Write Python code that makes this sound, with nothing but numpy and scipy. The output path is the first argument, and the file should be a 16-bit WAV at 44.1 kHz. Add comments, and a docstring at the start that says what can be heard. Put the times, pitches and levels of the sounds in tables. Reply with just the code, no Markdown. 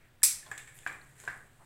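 """Ceiling fan switch in a bare room

A wall switch snaps on: two contacts crack, its spring rings and the hard walls answer.
Three dull knocks ring the switch box, probably the speed knob dropping into its detents,
among small ticks and a faint rub of plastic.
Under it lie a low rumble, hiss and a faint hum that grows after the snap."""
import sys
import numpy as np
from scipy import signal
from scipy.fft import rfft, irfft, next_fast_len
from scipy.io import wavfile
from scipy.ndimage import map_coordinates

SR = 44100
rng = np.random.default_rng(int(sys.argv[2]) if len(sys.argv) > 2 else 0)


def persist_wave(psi):
    """Save psi, clipped to +-1, as 16-bit WAV."""
    counts = np.round(np.clip(psi, -1, 1) * 32767).astype(np.int16)
    wavfile.write(sys.argv[1], SR, np.atleast_2d(counts).T)


N = 72765
TAIL_T = np.arange(int(.55 * SR)) / SR  # time axis of the rings and room tails


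def amp(db):
    """Decibels to gain."""
    return 10 ** (np.asarray(db) / 20)


def unit_rms(x):
    """Scale to rms 1."""
    return x / np.sqrt(np.mean(x ** 2) + 1e-20)


def unit_hit(x):
    """Scale to the energy of 10 ms at rms 1."""
    return x / np.linalg.norm(x) * np.sqrt(SR / 100)


def curve_at(points, hz):
    """Read (f/Hz, value) points on a log frequency axis."""
    freqs, values = np.transpose(points)
    return np.interp(np.log(hz + 1), np.log(freqs + 1), values)


def wobble(rate):
    """A smooth random modulator, rate knots a second."""
    knots = rng.standard_normal(int(N * rate / SR) + 4)
    return map_coordinates(knots, [np.arange(N) * rate / SR])


def eq(x, colour):
    """Minimum-phase EQ through (f/Hz, level/dB) points."""
    size = 2048
    gain = amp(curve_at(colour, np.fft.rfftfreq(size, 1 / SR)))
    cepstrum = irfft(np.log(gain), size)
    cepstrum[1:size // 2] *= 2
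    cepstrum[size // 2 + 1:] = 0
    return signal.oaconvolve(x, irfft(np.exp(rfft(cepstrum)), size))[:len(x)]


def decay(t, t60):
    """Exponential fade, 60 dB down at t60."""
    return amp(-60 * t / t60)


def crack(colour, t60):
    """A short hit of coloured noise; the longer its decay, the softer its attack."""
    t = TAIL_T[:SR // 10]
    attack = 1 - np.exp(-t / (.004 * t60))
    return unit_hit(eq(rng.standard_normal(len(t)) * attack * decay(t, t60), colour))


def add(out, start, x):
    """Mix x into out from start, in seconds."""
    i = max(round(start * SR), 0)
    out[i:i + len(x)] += x[:N - i]


# Rumble and hiss EQ: f/Hz, level/dB
BED_EQ = [(20, 1), (45, -12), (70, -10.5), (100, -3.5), (145, -8.5), (190, -15.5), (300, -18),
          (1000, -23.5), (1800, -23), (3500, -30.5), (8000, -42.5), (15500, -37)]
# Hum partials: f/Hz, level/dB
HUM_PARTIALS = [(70.5, -76.5), (126, -69.5), (144, -72)]
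def room_tone(bed_db=-62, waver_db=3.5, hum_before_db=-12, rise_s=.11):
    """A bed of rumble and hiss; a wavering hum, probably the fan's motor, comes up after the snap."""
    t = np.arange(N) / SR
    snap_time = CONTACT_HITS[0][0]
    swell = amp(hum_before_db * (1 - np.clip((t - snap_time) / rise_s, 0, 1)))
    hum = np.zeros(N)
    for hz, db in HUM_PARTIALS:
        peak = np.sqrt(2) * amp(db + waver_db * wobble(8))
        hum += peak * np.sin(2 * np.pi * hz * t + .6 * wobble(2.9))
    return swell * hum + amp(bed_db) * unit_rms(eq(rng.standard_normal(N), BED_EQ))


# Fader ride of the rub: t/s, level/dB
RUB_FADER = [(0, -76.5), (.21, -78.5), (.42, -60), (.6, -63), (.73, -66.5), (.76, -59.5), (.85, -60.5),
             (.93, -63.5), (1.04, -66.5), (1.15, -66.5), (1.201, -57.5), (1.25, -58.5), (1.33, -61.5),
             (1.499, -71), (1.65, -69)]
# Plastic friction EQ: f/Hz, level/dB
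RUB_EQ = [(500, -4), (1300, -7.5), (1800, 4.5), (2400, -3.5), (3000, -8.5), (5500, -14), (7600, 0),
          (8600, 0), (9800, -7), (12000, -8.5), (15500, -25.5)]
def knob_rub(grain_db=2):
    """Grainy friction swells before each detent."""
    level_db = np.interp(np.arange(N) / SR, *np.transpose(RUB_FADER))
    grains = rng.standard_normal(N) * amp(grain_db * wobble(470))
    return amp(level_db) * unit_rms(eq(grains, RUB_EQ))


# Background swells: t/s, length/s, centre f/Hz, width/octaves, level/dB
STIR_CUES = [(0, 0.079, 1944, 0.33, -67.5), (0.462, 0.015, 3370, .03, -59),
             (.586, 0.017, 2330, 0.075, -52.5), (0.668, .03, 1770, .06, -56),
             (0.74, 0.056, 11100, 0.27, -62), (1.012, 0.01, 4210, 0.078, -62),
             (1.59, 0.0607, 890, 0.47, -62.5)]
def stirs():
    """Faint, narrow bands of noise fade in and out."""
    out, size = np.zeros(N), SR // 2
    t, hz = np.arange(size) / SR, np.fft.rfftfreq(size, 1 / SR)
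    for start, length, centre, width, db in STIR_CUES:
        bell = np.exp(-.5 * (np.log2((hz + 1) / centre) / width) ** 2)
        band = irfft(rfft(rng.standard_normal(size)) * bell, size)
        fade = np.abs(np.sin(np.pi * np.clip(t / length, 0, 1))) ** .5
        add(out, start, amp(db) * unit_rms(band) * fade)
    return out


# Plastic ticks: t/s, treble level/dB, body level/dB, t60/s
TICK_CUES = [(0.218, -61, -92, 0.045), (0.428, -64.5, -56, 0.013), (0.514, -48.5, -59.5, 0.033),
             (0.578, -44.5, -52.5, 0.0233), (0.586, -63.5, -55, 0.045), (.673, -55, -52, 0.1),
             (0.789, -54.5, -71, .003), (0.831, -72.5, -62.5, 0.014), (0.874, -49, -41.5, 0.028),
             (.9274, -58.5, -62.5, .008), (1.2008, -53.5, -62, 0.009), (1.2522, -58.5, -67.5, 0.0046),
             (1.2779, -56.5, -51, 0.051)]
# EQs of the treble and body layers: f/Hz, level/dB
TICK_TREBLE_EQ = [(1000, -18), (3400, -3), (4300, -16), (6200, -13.5), (7500, 4.5), (8500, -4.5),
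                  (9600, -8.5), (12000, -17.5), (15500, -20)]
TICK_BODY_EQ = [(200, -26.5), (700, -23), (1400, -14), (1760, 6), (1950, -10), (2250, 1.5), (2900, -19.5),
                (3450, -16), (4300, -25.5), (9000, -40)]
def plastic_ticks():
    """Light contacts: a bright tick layered with the body of the box."""
    out = np.zeros(N)
    for start, treble_db, body_db, t60 in TICK_CUES:
        add(out, start, amp(treble_db) * crack(TICK_TREBLE_EQ, t60))
        add(out, start, amp(body_db) * crack(TICK_BODY_EQ, t60))
    return out


# Reverb time of the room: f/Hz, t60/s
REVERB_TIMES = [(150, 1), (600, 0.62), (1700, 0.45), (5000, .345), (8500, 0.32), (14000, 0.24)]
def wall_reverb(x, predelay_s=.003, attack_s=.001):
    """The hard walls return a diffuse, darkening tail with the energy of x."""
    hz, t, noise = signal.stft(rng.standard_normal(len(TAIL_T)), SR, nperseg=256)
    fades = decay(t, curve_at(REVERB_TIMES, hz)[:, None])
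    tail = signal.istft(noise * fades, SR, nperseg=256)[1][:len(TAIL_T)]
    tail *= np.clip((TAIL_T - predelay_s) / attack_s, 0, 1)
    wet = signal.fftconvolve(x, tail)[:len(x)]
    return wet * np.linalg.norm(x) / np.linalg.norm(wet)


def click_reverb(colour):
    """The room's answer to a click of the given colour."""
    click = eq(signal.unit_impulse(len(TAIL_T)), colour)
    return wall_reverb(unit_hit(click))


# Switch box modes: f/pitch, level/dB, ring time/main mode's
BOX_MODES = [(.25, -20, 0.53), (.465, -15, 1.9), (.6, -16.5, 1.5), (.72, -13, .9), (1, 4, 1),
             (1.2, -22.5, .9), (1.48, -12, .9)]
def box_ring(pitch, swell_s):
    """The damped box swells and dies in a few cycles, its modes alternating in polarity."""
    t = TAIL_T[:SR // 10]
    ring = np.zeros(len(t))
    for k, (ratio, db, stretch) in enumerate(BOX_MODES):
        age = t / (swell_s * stretch)
        ring += (-1) ** k * amp(db) * age * np.exp(-age) * np.sin(2 * np.pi * pitch * ratio * t)
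    return unit_hit(ring)


# A faint knock at the switch, then the three main ones: t/s, level/dB, pitch f/Hz, swell/s, send/dB
KNOCK_HITS = [(0.221, -52, 1742, 0.0016, -6), (0.5145, -36, 1708, 0.0024, -4.5),
              (.8640, -31.5, 1620, 0.0011, -3), (1.2761, -33, 1590, 0.0018, -1)]
# Early reflections off the near walls: delay/s, level/dB
EARLY_REFLECTIONS = [(.0072, -8), (.0142, -18.5), (.0255, -22.5), (.0535, -15)]
# What the box radiates to the walls: f/pitch, level/dB
BOX_SEND_EQ = [(.12, -20.5), (.25, -17), (.38, -18), (.465, -9.5), (.55, -15), (.73, -7.5), (.83, -9.5),
               (1.01, 1.5), (1.2, -4), (1.45, -14), (1.75, -25), (2.8, -29), (7.5, -43.5)]
# EQ of the knock's attack: f/Hz, level/dB
KNOCK_CRACK_EQ = [(150, -2.5), (400, -4), (1500, -0.5), (3500, -7.5), (6000, -16), (15000, -24.5)]
def knocks(crack_db=-19, boom_db=-17.5, boom_hz=133, boom_t60=.44):
    """Each knock rings the box; near walls, the far room and a low standing wave answer."""
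    out = np.zeros(N)
    boom = amp(boom_db) * unit_hit(np.sin(2 * np.pi * boom_hz * TAIL_T) * decay(TAIL_T, boom_t60))
    for start, db, pitch, swell_s, send_db in KNOCK_HITS:
        blow = amp(db) * (box_ring(pitch, swell_s) + amp(crack_db) * crack(KNOCK_CRACK_EQ, t60=.028))
        add(out, start, blow)
        for delay, wall_db in EARLY_REFLECTIONS:
            add(out, start + delay, amp(wall_db + send_db) * blow)
        tail = click_reverb([(pitch * ratio, level) for ratio, level in BOX_SEND_EQ])
        add(out, start, amp(db + send_db) * (tail + boom))
    return out


# The rocker's two contacts: t/s, level/dB
CONTACT_HITS = [(0.2319, -22), (.2348, -20)]
# Snap EQs, direct and as sent to the walls: f/Hz, level/dB
SNAP_EQ = [(250, -35), (700, -39), (1050, -11.5), (1600, -16.5), (2350, -3), (2950, -22), (4100, -7.5),
           (6000, -2), (6900, -5.5), (8300, 7.5), (9600, -2.5), (10500, 2.5), (12800, -9.5), (15500, -8.5)]
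SNAP_SEND_EQ = [(250, -35.5), (750, -35.5), (1100, -25), (1600, -21), (2400, -11.5), (2950, -20),
                (4200, -9.5), (6000, -2.5), (6900, -5.5), (8300, 3.5), (9600, -4), (10500, 1),
                (12800, -6.5), (15500, -11)]
# Ring of the spring and contacts: f/Hz, level/dB, t60/s
SPRING_MODES = [(2545, -15, 0.38), (5099, -1.5, .29), (5850, -11, .17), (7475, -3.5, 0.17), (7576, 4, 0.32),
                (8129, -11.5, .22), (8280, -9.5, 0.21), (8740, -6, 0.12), (10370, -5.5, 0.21)]
def switch_snap(send_db=3, spring_db=-2.5):
    """The rocker's contacts crack, the walls answer each, and the spring rings on from the first."""
    out = np.zeros(N)
    for start, db in CONTACT_HITS:
        add(out, start, amp(db) * crack(SNAP_EQ, t60=.015))
        add(out, start, amp(db + send_db) * click_reverb(SNAP_SEND_EQ))
    ring = sum(amp(level) * decay(TAIL_T, t60) * np.sin(2 * np.pi * (hz * TAIL_T + rng.random()))
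               for hz, level, t60 in SPRING_MODES)
    start, db = CONTACT_HITS[0]
    add(out, start, amp(db + spring_db) * unit_hit(ring))
    return out


# Soft bumps: t/s, level/dB, t60/s
BUMP_CUES = [(.463, -55, 0.056), (0.487, -60.5, 0.04), (1.2377, -54.5, 0.023)]
# Bump EQ: f/Hz, level/dB
BUMP_EQ = [(60, -1), (400, -0.5), (1000, 6), (1700, -3), (2800, -11), (3500, -2), (5000, -12), (12000, -24)]
def soft_bumps():
    """Dull contacts, perhaps a hand on the box."""
    out = np.zeros(N)
    for start, db, t60 in BUMP_CUES:
        add(out, start, amp(db) * crack(BUMP_EQ, t60))
    return out


def scene():
    """The mono mix; ticks and bumps share one reverb, equal parts dry and wet."""
    handling = plastic_ticks() + soft_bumps()
    foreground = switch_snap() + knocks() + handling + wall_reverb(handling)
    return (foreground + knob_rub() + stirs() + room_tone())[None]


def record(dry, cutoff_hz=15600, rolloff_hz=900):
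    """A steep high cut takes the very top off the mix."""
    size = next_fast_len(N + SR // 2)
    edge = np.clip((np.fft.rfftfreq(size, 1 / SR) - cutoff_hz) / rolloff_hz, 0, 1)
    return irfft(rfft(dry, size) * np.cos(np.pi / 2 * edge) ** 4, size)[..., :N]


dry = scene()
out = record(dry)
persist_wave(out)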